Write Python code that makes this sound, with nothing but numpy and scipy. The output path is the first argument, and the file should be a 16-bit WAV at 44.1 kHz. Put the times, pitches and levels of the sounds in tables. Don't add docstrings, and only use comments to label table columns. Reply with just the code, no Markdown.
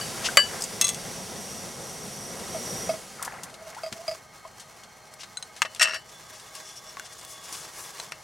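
import sys
import numpy as np
from scipy import signal
from scipy.fft import rfft, irfft, next_fast_len
from scipy.io import wavfile
from scipy.ndimage import uniform_filter1d

SR = 44100
rng = np.random.default_rng(int(sys.argv[2]) if len(sys.argv) > 2 else 0)


def master_out(mix):
    frames = np.transpose(np.atleast_2d(mix))
    ceiling = np.clip(frames, -1, 1)
    pcm = np.round(ceiling * 32767).astype(np.int16)
    wavfile.write(sys.argv[1], SR, pcm)


N = 362943


def undb(db):
    return 10 ** (np.asarray(db) / 20)


def unit(x):
    return x / np.sqrt(np.mean(x ** 2) + 1e-20)


def shape(x, response):
    size = next_fast_len(x.shape[-1], real=True)
    f = np.maximum(np.arange(size // 2 + 1) * SR / size, 1)
    return irfft(rfft(x, size) * response(f), size)[..., :x.shape[-1]]


def colour(x, points, tilt_db=0):
    hz, db = np.transpose(points)
    return shape(x, lambda f: undb(np.interp(np.log(f), np.log(hz), db)
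                                   + tilt_db * np.log2(np.maximum(f, 200) / 2000)))


def resonate(x, peaks):
    def power(f):
        return sum(undb(2 * db) / (1 + ((f * f - hz * hz) / (f * width)) ** 2) ** 2
                   for hz, width, db in peaks)
    return unit(shape(x, lambda f: np.sqrt(power(f))))


def notch_comb(x, hz, depth, sharpness):
    return shape(x, lambda f: 1 - depth * (1 - sharpness) / (np.exp(2j * np.pi * f / hz) - sharpness))


def walk(rate):
    hold = int(SR / rate)
    steps = np.repeat(rng.standard_normal(N // hold + 1), hold)
    return 1.3 * uniform_filter1d(uniform_filter1d(steps, hold), hold)[:N]


def fade(t, t60):
    return np.exp(-np.log(1000) * t / t60)


def swells(rows):
    t = np.arange(N) / SR
    return sum(undb(db) * np.exp(-((t - s) / half) ** 2 / 2) for s, db, half in rows)


def spell(start, end, attack, release):
    t = np.arange(N) / SR
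    return np.exp(-(np.maximum(start - t, 0) / attack) ** 2 - (np.maximum(t - end, 0) / release) ** 2)


def ring(modes, tilt_db=0):
    t, out = np.arange(SR // 2) / SR, 0
    for (hz, db, t60), (share_db, sign) in zip(modes, rng.standard_normal((len(modes), 2))):
        gain = np.sign(sign) * undb(db + share_db + tilt_db * np.log2(hz / 2000))
        out = out + gain * np.sin(2 * np.pi * hz * t) * fade(t, t60)
    return out / np.sqrt(np.sum(undb(np.array(modes)[:, 1]) ** 2) / 2)


def burst(points, t60, tilt_db=0):
    t = np.arange(SR // 2) / SR
    return unit(colour(rng.standard_normal(len(t)), points, tilt_db)) * fade(t, t60)


def add(out, s, x, pan_db=0):
    i = int(np.clip(s * SR, 0, N - 1))
    out[:, i:i + len(x)] += x[:N - i] * undb(np.array([[pan_db], [-pan_db]]) / 2)


# (frequency [Hz], side minus mid [dB])
STEREO_WIDTH = [(30, 4), (70, -8.5), (150, -11), (600, -9), (5000, -16.5), (9000, -12), (14000, -2.5)]


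def wash(points=((100, 0), (16000, 0))):
    mid, side = colour(rng.standard_normal((2, N)), points)
    return (mid + colour(side, STEREO_WIDTH) * np.array([[1], [-1]])) / np.std(mid)


# (frequency [Hz], width [Hz], level [dB])
HOLLOW_TONES = [(622, 23, 10.5), (1040, 34, -30), (1563, 93, 0), (2172, 50, 3.5), (3140, 170, -7),
                (4280, 110, -1), (5930, 25, 1.5), (8200, 60, -24), (7700, 70, -34)]


def open_air():
    hollow = resonate(wash(), HOLLOW_TONES)
    air = wash([(15, -51), (25, -9.5), (149, 2), (317, -9), (840, 2), (1100, -11), (1230, 6.5),
                (1480, -28), (1610, -41), (1790, -3), (2160, -10), (2480, -24), (6050, -20),
                (10100, -46), (16000, -39)])
    return (undb(-54.5) * air + undb(-58) * hollow) * undb(0.32 * walk(1.15))


# (frequency [Hz], level [dB])
RASP_EQ = [(180, -41), (300, -3.5), (624, -3.5), (725, -6.5), (1080, 2.5), (1320, -4), (1580, -3),
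           (2980, -6.5), (3350, -7.5), (3640, -8.5), (5700, -3.5), (10200, -10.5), (16000, -22)]
# (frequency [Hz], level [dB])
WALL_TONES = [(632, -3), (1111, -7), (1216, -7), (1614, -7), (1906, -8), (2802, -2), (2971, -8), (3386, 0),
              (3443, 6), (4997, -6), (5549, -5), (6169, -7), (6745, -5), (7865, -10)]
# (start [s], end [s], level [dB], wall tone share [dB])
RUBS = [(3.684, 4.108, -48, -25), (4.358, 5.94, -52.5, -20.5), (6.13, 6.447, -50.5, -10.5),
        (6.6, 7.33, -48.5, -7), (7.522, 7.958, -44.5, -14), (8.095, 8.224, -54, -17)]


def rubbing():
    pressure_db = 1.9 * walk(70)
    rasp = unit(wash(RASP_EQ) * undb(pressure_db + 2 * walk(900)))
    wall = ring([(hz, db, 0.3) for hz, db in WALL_TONES])
    tones = signal.fftconvolve(rasp, wall[None] / np.sqrt(np.sum(wall ** 2)), axes=1)[:, :N]
    out = np.zeros((2, N))
    for start, end, db, tones_db in RUBS:
        envelope = undb(db) * spell(start, end, attack=0.076, release=0.14)
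        out += envelope * (undb(-0.5) * rasp + undb(tones_db) * tones)
    return out


# (frequency [Hz], level [dB])
SWISH_EQ = [(300, -28), (1500, -9), (2800, 8), (4000, 2), (5600, 8), (7000, 2), (10000, -3), (13000, -18),
            (16000, -28)]
# (centre [s], level [dB], half length [s], tilt [dB/octave])
SWISHES = [(.261, -24.5, 0.012, -3), (5.213, -41, 0.011, -1.5), (6.096, -50, 0.0068, 4),
           (6.36, -48, .014, 3), (6.569, -44.5, 0.014, 2), (6.697, -48, 0.041, 4), (6.771, -46, 0.0093, 6),
           (7.06, -43.5, 0.011, 2), (7.131, -44.5, 0.0075, 6), (7.195, -46, 0.0095, 7),
           (7.313, -43.5, 0.025, 11), (7.449, -44, .012, 6), (7.544, -39.5, .008, 4),
           (7.574, -43.5, 0.066, 7.5), (7.813, -44, 0.048, 14)]
# (centre [s], level [dB], half length [s])
SQUEAKS = [(6.68, -48, 0.025), (6.775, -45.5, .012), (6.89, -48, .018)]


def swishes():
    out, t = np.zeros((2, N)), np.arange(SR // 2) / SR
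    for s, db, half, tilt_db in SWISHES:
        start = max(s - 0.25, 0)
        swell = np.exp(-((start + t - s) / half) ** 2 / 2)
        friction = unit(colour(rng.standard_normal(len(t)), SWISH_EQ, tilt_db))
        add(out, start, undb(db) * swell * friction, pan_db=4)
    squeak = resonate(rng.standard_normal(N), [(5550, 780, -1), (8000, 500, -10)])
    add(out, 0, squeak * swells(SQUEAKS), pan_db=1)
    return out


def bubble(hz, t60, glide):
    t = np.arange(int(SR * min(t60, 0.06))) / SR
    phase = 2 * np.pi * np.cumsum(hz * 2 ** (glide * t)) / SR
    attack = 1 - np.exp(-t / 0.00035)
    return np.sqrt(2) * np.sin(phase) * fade(t, t60) * attack


# (time [s], relative level [dB], pitch [Hz], t60 [s], glide [octaves/s])
PLOPS = [(.287, -25, 1514, 0.028, 9), (3.195, -38, 1320, 0.031, -9.5), (3.219, -35, 1080, 0.023, 9),
         (3.278, -25.5, 950, 0.011, 9), (3.278, -32.5, 1700, 0.018, 9), (3.766, -40.5, 800, 0.12, 20),
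         (3.784, -43, 1250, .05, 32.5), (4.45, -41, 1024, 0.07, 6), (6.97, -38.5, 1107, 0.069, -1),
         (6.997, -32.5, 1510, 0.018, 10)]
# (centre [s], level [dB], half length [s])
SLOPS = [(.26, -43.5, 0.1), (.55, -40.5, 0.051), (3.27, -40, 0.057), (3.42, -47, 0.064), (3.72, -51, 0.12),
         (4.75, -60.5, 0.22), (7.0, -54, 0.08)]


def water():
    plops, blur = np.zeros((2, N)), np.zeros((2, N))
    for s, db, hz, t60, glide in PLOPS:
        add(plops, s, undb(db + 5) * bubble(hz, t60, glide))
    count = 7000
    for s, (pitch, size, side) in zip(rng.uniform(0, N / SR, count), rng.standard_normal((count, 3))):
        hz = 1250 * 2 ** (0.47 * np.clip(pitch, -2, 2))
        add(blur, s, undb(1.5 * size) * bubble(hz, t60=0.007, glide=6), pan_db=side)
    laps = undb(2 * walk(70))
    return plops + unit(blur * laps) * swells(SLOPS)


# (frequency [Hz], level [dB])
TICK_EQ = [(100, -26), (700, -2), (2000, 2), (3500, 2.5), (6500, -1.5), (10000, -8.5), (16000, -31)]
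# (frequency [Hz], level [dB], t60 [s])
HANDLE_MODES = [(1174, -14, .14), (2029, -14, .18), (2655, -10, .15), (3400, -9, .12), (4030, -7, .05),
                (5609, -9, .07), (6433, 0, .065), (6405, -4, .055), (6500, -3, .05), (6640, -4, .04),
                (8120, -7, .03), (8273, -1, .04), (10130, -14, .05), (11400, -16, .04)]
# (time [s], contact level [dB], ring level [dB])
CHINKS = [(0.8125, -9.5, -17), (.8200, -16, -24), (.8430, -26, -17), (.8475, -24, -19.5), (.8690, -23, -26),
          (.8805, -25, -26), (0.8907, -16.5, -25.5), (.899, -32, -27), (0.9457, -29.5, -37)]
# (frequency [Hz], level [dB])
HINGE_EQ = [(2000, -36), (4400, -22), (4950, 10), (5500, -10), (6800, 2), (7400, -3), (8200, 2),
            (9500, -12), (16000, -21)]
# (time [s], level [dB])
CREAKS = [(0.6084, -28), (0.621, -21.5), (0.639, -23)]
# (frequency [Hz], level [dB], t60 [s])
SPOON_MODES = [(1487, -5.5, 0.072), (4034, 5, 0.034), (6470, 1.5, 0.037), (8280, -4, 0.046),
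               (9000, -5, 0.057), (9900, -4, 0.026)]
# (time [s], contact level [dB], ring level [dB])
TAPS = [(5.3716, -39, -26), (5.426, -30.5, -31.5), (7.988, -52, -48), (7.999, -26, -33.5)]
# (time [s], level [dB], t60 [s],
# tilt [dB/octave])
TICKS = [(0.3711, -6.5, 0.013, 12), (3.2258, -23.5, 0.028, 12), (3.248, -31, 0.079, 10.5),
         (3.434, -32, 0.061, 9), (3.926, -27.5, 0.026, 1.5), (4.597, -41.5, 0.16, 4.5),
         (5.138, -41, 0.032, 11), (5.233, -35, 0.062, -0.5), (5.564, -41, 0.13, 1.5),
         (5.7483, -33, 0.018, 5), (5.761, -39, 0.059, 2), (6.551, -36, 0.043, 6), (6.97, -31, .008, -5),
         (6.9967, -27, 0.0069, 5), (7.2495, -31.5, 0.009, 12), (7.526, -33.5, 0.057, 9)]


def cookware():
    out = np.zeros((2, N))
    for s, db, ring_db in CHINKS:
        contact = undb(db) * burst(TICK_EQ, t60=0.018, tilt_db=7)
        add(out, s, contact + undb(ring_db) * ring(HANDLE_MODES), pan_db=2.5)
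    for s, db in CREAKS:
        add(out, s, undb(db) * burst(HINGE_EQ, t60=0.036), pan_db=2)
    for s, db, ring_db in TAPS:
        contact = undb(db) * burst(TICK_EQ, t60=0.018)
        add(out, s, contact + undb(ring_db) * ring(SPOON_MODES), pan_db=3.5)
    stray_times = rng.uniform(2.2, N / SR, size=14)
    strays = [(s, -41.5 - 1.5 * rng.standard_normal(), 0.055, 2.5) for s in stray_times]
    for s, db, t60, tilt_db in TICKS + strays:
        add(out, s, undb(db) * burst(TICK_EQ, t60, tilt_db), pan_db=3)
    return out


# (frequency [Hz], level [dB])
CLANK_EQ = [(60, -34), (400, -78), (580, 5), (780, -13.5), (1150, 4.5), (1550, 1), (1850, 0), (2300, 0.5),
            (3400, -6.5), (5000, -6.5), (8500, -14.5), (12000, -29.5), (16000, -49)]
# (frequency [Hz], level [dB], t60 [s])
POT_MODES = [(565, -2, .06), (1110, 1.5, .045), (1190, 5, .055), (1626, -3, .14), (1717, -7, .22),
             (1793, -4, .11), (2020, -5, .08), (2283, -11, .13), (2966, 4.5, .19), (4576, -1, .15),
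             (4633, 2.5, .18), (4660, -4, .15), (7601, -6.5, .17), (8145, -13, .13), (10720, -16, .19),
             (11740, -22, .18)]
# (frequency [Hz], level [dB], t60 [s])
LID_MODES = [(640, -10, .12), (1205, -16, .9), (1460, -4, .06), (1690, -4, .08), (1760, -4, .11),
             (1850, 0, .09), (1905, 0, .1), (2670, 0, .1), (2750, -1, .1), (2968, -9, .5), (4107, -10, .12),
             (4530, -11, .08), (5490, -3, .09), (5610, -6, .07), (6230, -11, .05), (8130, -6, .035)]


def clank(db, t60, tilt_db, pot_db, lid_db):
    contact = undb(db) * burst(CLANK_EQ, t60, tilt_db)
    pot = undb(pot_db) * ring(POT_MODES, tilt_db / 2)
    lid = undb(lid_db) * ring(LID_MODES, tilt_db / 2)
    return contact + pot + lid


# (time [s], contact level [dB], contact t60 [s], tilt [dB/octave], pot ring [dB], lid ring [dB])
CLANKS = [(.012, -47, 0.024, 2, -30.5, -66), (.3713, 1, 0.018, -2, -6, -42),
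          (.392, -25, .025, 1, -23.5, -39), (5.619, -11, 0.031, 1, -62, -33.5),
          (5.65, -30, 0.043, -3, -62, -34), (5.654, -28, .04, -2.5, -59, -34.5),
          (5.7962, -24, 0.036, 4.5, -52, -21.5), (5.8104, -15, 0.05, -0.5, -32, -19),
          (5.817, -14.5, 0.041, 6.5, -47, -15), (5.8271, -12, 0.052, 6.5, -28, -18),
          (5.944, -29, 0.023, 7, -36, -53), (8.121, -23.5, 0.016, 0.5, -62, -43)]
# (start [s], length [s], first bounce level [dB])
RATTLES = [(5.847, .08, -25), (5.936, .03, -29.5)]


def pot_and_lid():
    out, pan_db = np.zeros((2, N)), 2.4
    gap_s, jitter_s, fall_db_per_s = 0.0125, 0.0015, 110
    strongest = max(POT_MODES, key=lambda mode: mode[1])
    add(out, 0, undb(-32.5) * ring([strongest]), pan_db)
    for s, db, t60, tilt_db, pot_db, lid_db in CLANKS:
        add(out, s, clank(db, t60, tilt_db, pot_db, lid_db), pan_db)
    for start, length, first_db in RATTLES:
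        for after in np.arange(0, length, gap_s):
            db = first_db - fall_db_per_s * after
            bounce = clank(db, t60=0.042, tilt_db=-1, pot_db=db - 19, lid_db=db)
            add(out, start + after + jitter_s * rng.standard_normal(), bounce, pan_db)
    return out


# (frequency [Hz], level [dB], t60 [s])
STOVE_MODES = [(595, -4.5, 0.052), (643.4, 2.5, 0.083), (1223, -4, 0.029), (2195, -14, 0.043),
               (2590, -11.5, 0.024), (3230, -18.5, 0.053)]
# (time [s], relative ring level [dB], relative chatter level [dB])
KNOCKS = [(2.545, -29.5, -65), (2.892, -20, -35.5), (2.935, -31, -65), (3.668, -41, -61),
          (3.834, -27, -33.5), (3.862, -31.5, -36), (4.080, -24.5, -29.5), (4.112, -30.5, -33),
          (4.451, -40, -76)]


def knocks():
    out, t = np.zeros((2, N)), np.arange(SR // 2) / SR
    joint_eq = [(1500, -14), (2400, -9), (4300, -30), (4850, 9.5), (5400, -25), (6500, -16),
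                (12000, -25), (16000, -52)]
    attack_s, bounce_s = 0.0052, 0.0068
    for s, db, chatter_db in KNOCKS:
        body = ring(STOVE_MODES) * (1 - np.exp(-t / attack_s))
        chatter = burst(joint_eq, t60=0.099) * fade(t % bounce_s, t60=0.03)
        add(out, s, undb(db + 8) * body + undb(chatter_db + 4) * chatter)
    bottle_eq = [(30, -12), (80, -8), (200, 4), (380, -9), (600, -35), (3000, -60)]
    add(out, 3.921, undb(-40.5) * burst(bottle_eq, t60=0.13))
    return out


# (centre [s], level [dB], half length [s])
GRIPS = [(3.66, -48, 0.081), (4.01, -43, 0.059)]


def valve():
    return resonate(rng.standard_normal(N), [(652, 44, 9), (2280, 150, -22)]) * swells(GRIPS)


# (frequency [Hz], level [dB])
FLAME_EQ = [(15, -49), (25, -29), (89, -5.5), (188, 1), (294, -5), (521, -2), (592, 0), (644, -3.5),
            (905, -9), (1270, -12), (1670, -20.5), (1940, -13.5), (2670, -29), (3670, -16), (4000, -27),
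            (5200, -23), (8800, -120)]
# (frequency [Hz], level [dB])
JET_EQ = [(900, -4.5), (2000, -3), (3700, -4), (4050, -5.5), (4500, -1.5), (6700, -1.5), (7500, -3.5),
          (8400, -3.5), (10000, -4.5), (11100, -8), (11600, -9), (13000, -15.5), (14500, -19), (16000, -20)]
# (frequency [Hz], width [Hz], level [dB])
TUBE_PEAKS = [(5750, 500, 2.5), (6750, 300, -8), (8400, 950, -5.5), (10950, 560, -7), (13000, 900, -14)]
# (time [s], level [dB])
GAS_FLOW = [(0, 0.5), (1.1, -1), (1.7, -1.5), (2.25, -1.5), (2.65, 3), (2.9, 2)]


def burner():
    settle_s, shut_s, turn_s, flame_out_s = 2.06, 2.91, 0.14, 3.54
    bleed_db_per_s, die_db_per_s = 17, 62
    t = np.arange(N) / SR
    flow_db = np.interp(t, *np.transpose(GAS_FLOW)) - die_db_per_s * np.maximum(t - flame_out_s, 0)
    early = np.maximum(1 - t / settle_s, 0)
    shut = np.clip((t - shut_s) / turn_s, 0, 1)
    bleed_db = bleed_db_per_s * np.maximum(t - shut_s - turn_s, 0)
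    roar = wash(FLAME_EQ) * undb(-41.5 - 12.5 * shut + 1.2 * walk(25))
    hiss = wash(JET_EQ) * undb(-43.5 + 6 * early - 4.5 * shut + 0.5 * walk(16))
    tube = resonate(wash(), TUBE_PEAKS) * undb(-42.5 - 5.5 * early - 27 * shut + 1.7 * walk(9.4))
    return (roar + (hiss + tube) * undb(-bleed_db)) * undb(flow_db)


def scene():
    low_cut = signal.butter(1, 330, "high", fs=SR, output="sos")
    steel = signal.sosfilt(low_cut, pot_and_lid() + cookware())
    handling = steel + knocks() + water() + valve()
    rock_eq = [(100, -4), (650, 1.5), (1500, 9.5), (8000, -2), (16000, 6.5)]
    rock = np.array([burst(rock_eq, t60=0.026) for _ in range(2)])
    reflection = signal.fftconvolve(handling, rock / np.sqrt(np.sum(rock ** 2) / 2), axes=1)[:, :N]
    return handling + undb(-12) * reflection + burner() + rubbing() + swishes() + open_air()


def record(dry):
    comb_hz, top_hz = 599.4, 16100
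    notched = notch_comb(dry, comb_hz, depth=0.22, sharpness=0.66)
    notched = notch_comb(notched, comb_hz / 2, depth=0.7, sharpness=0.72)
    high_cut = signal.ellip(10, 0.2, 80, top_hz, fs=SR, output="sos")
    return signal.sosfilt(high_cut, np.tanh(notched))


dry = scene()
out = record(dry)
master_out(out)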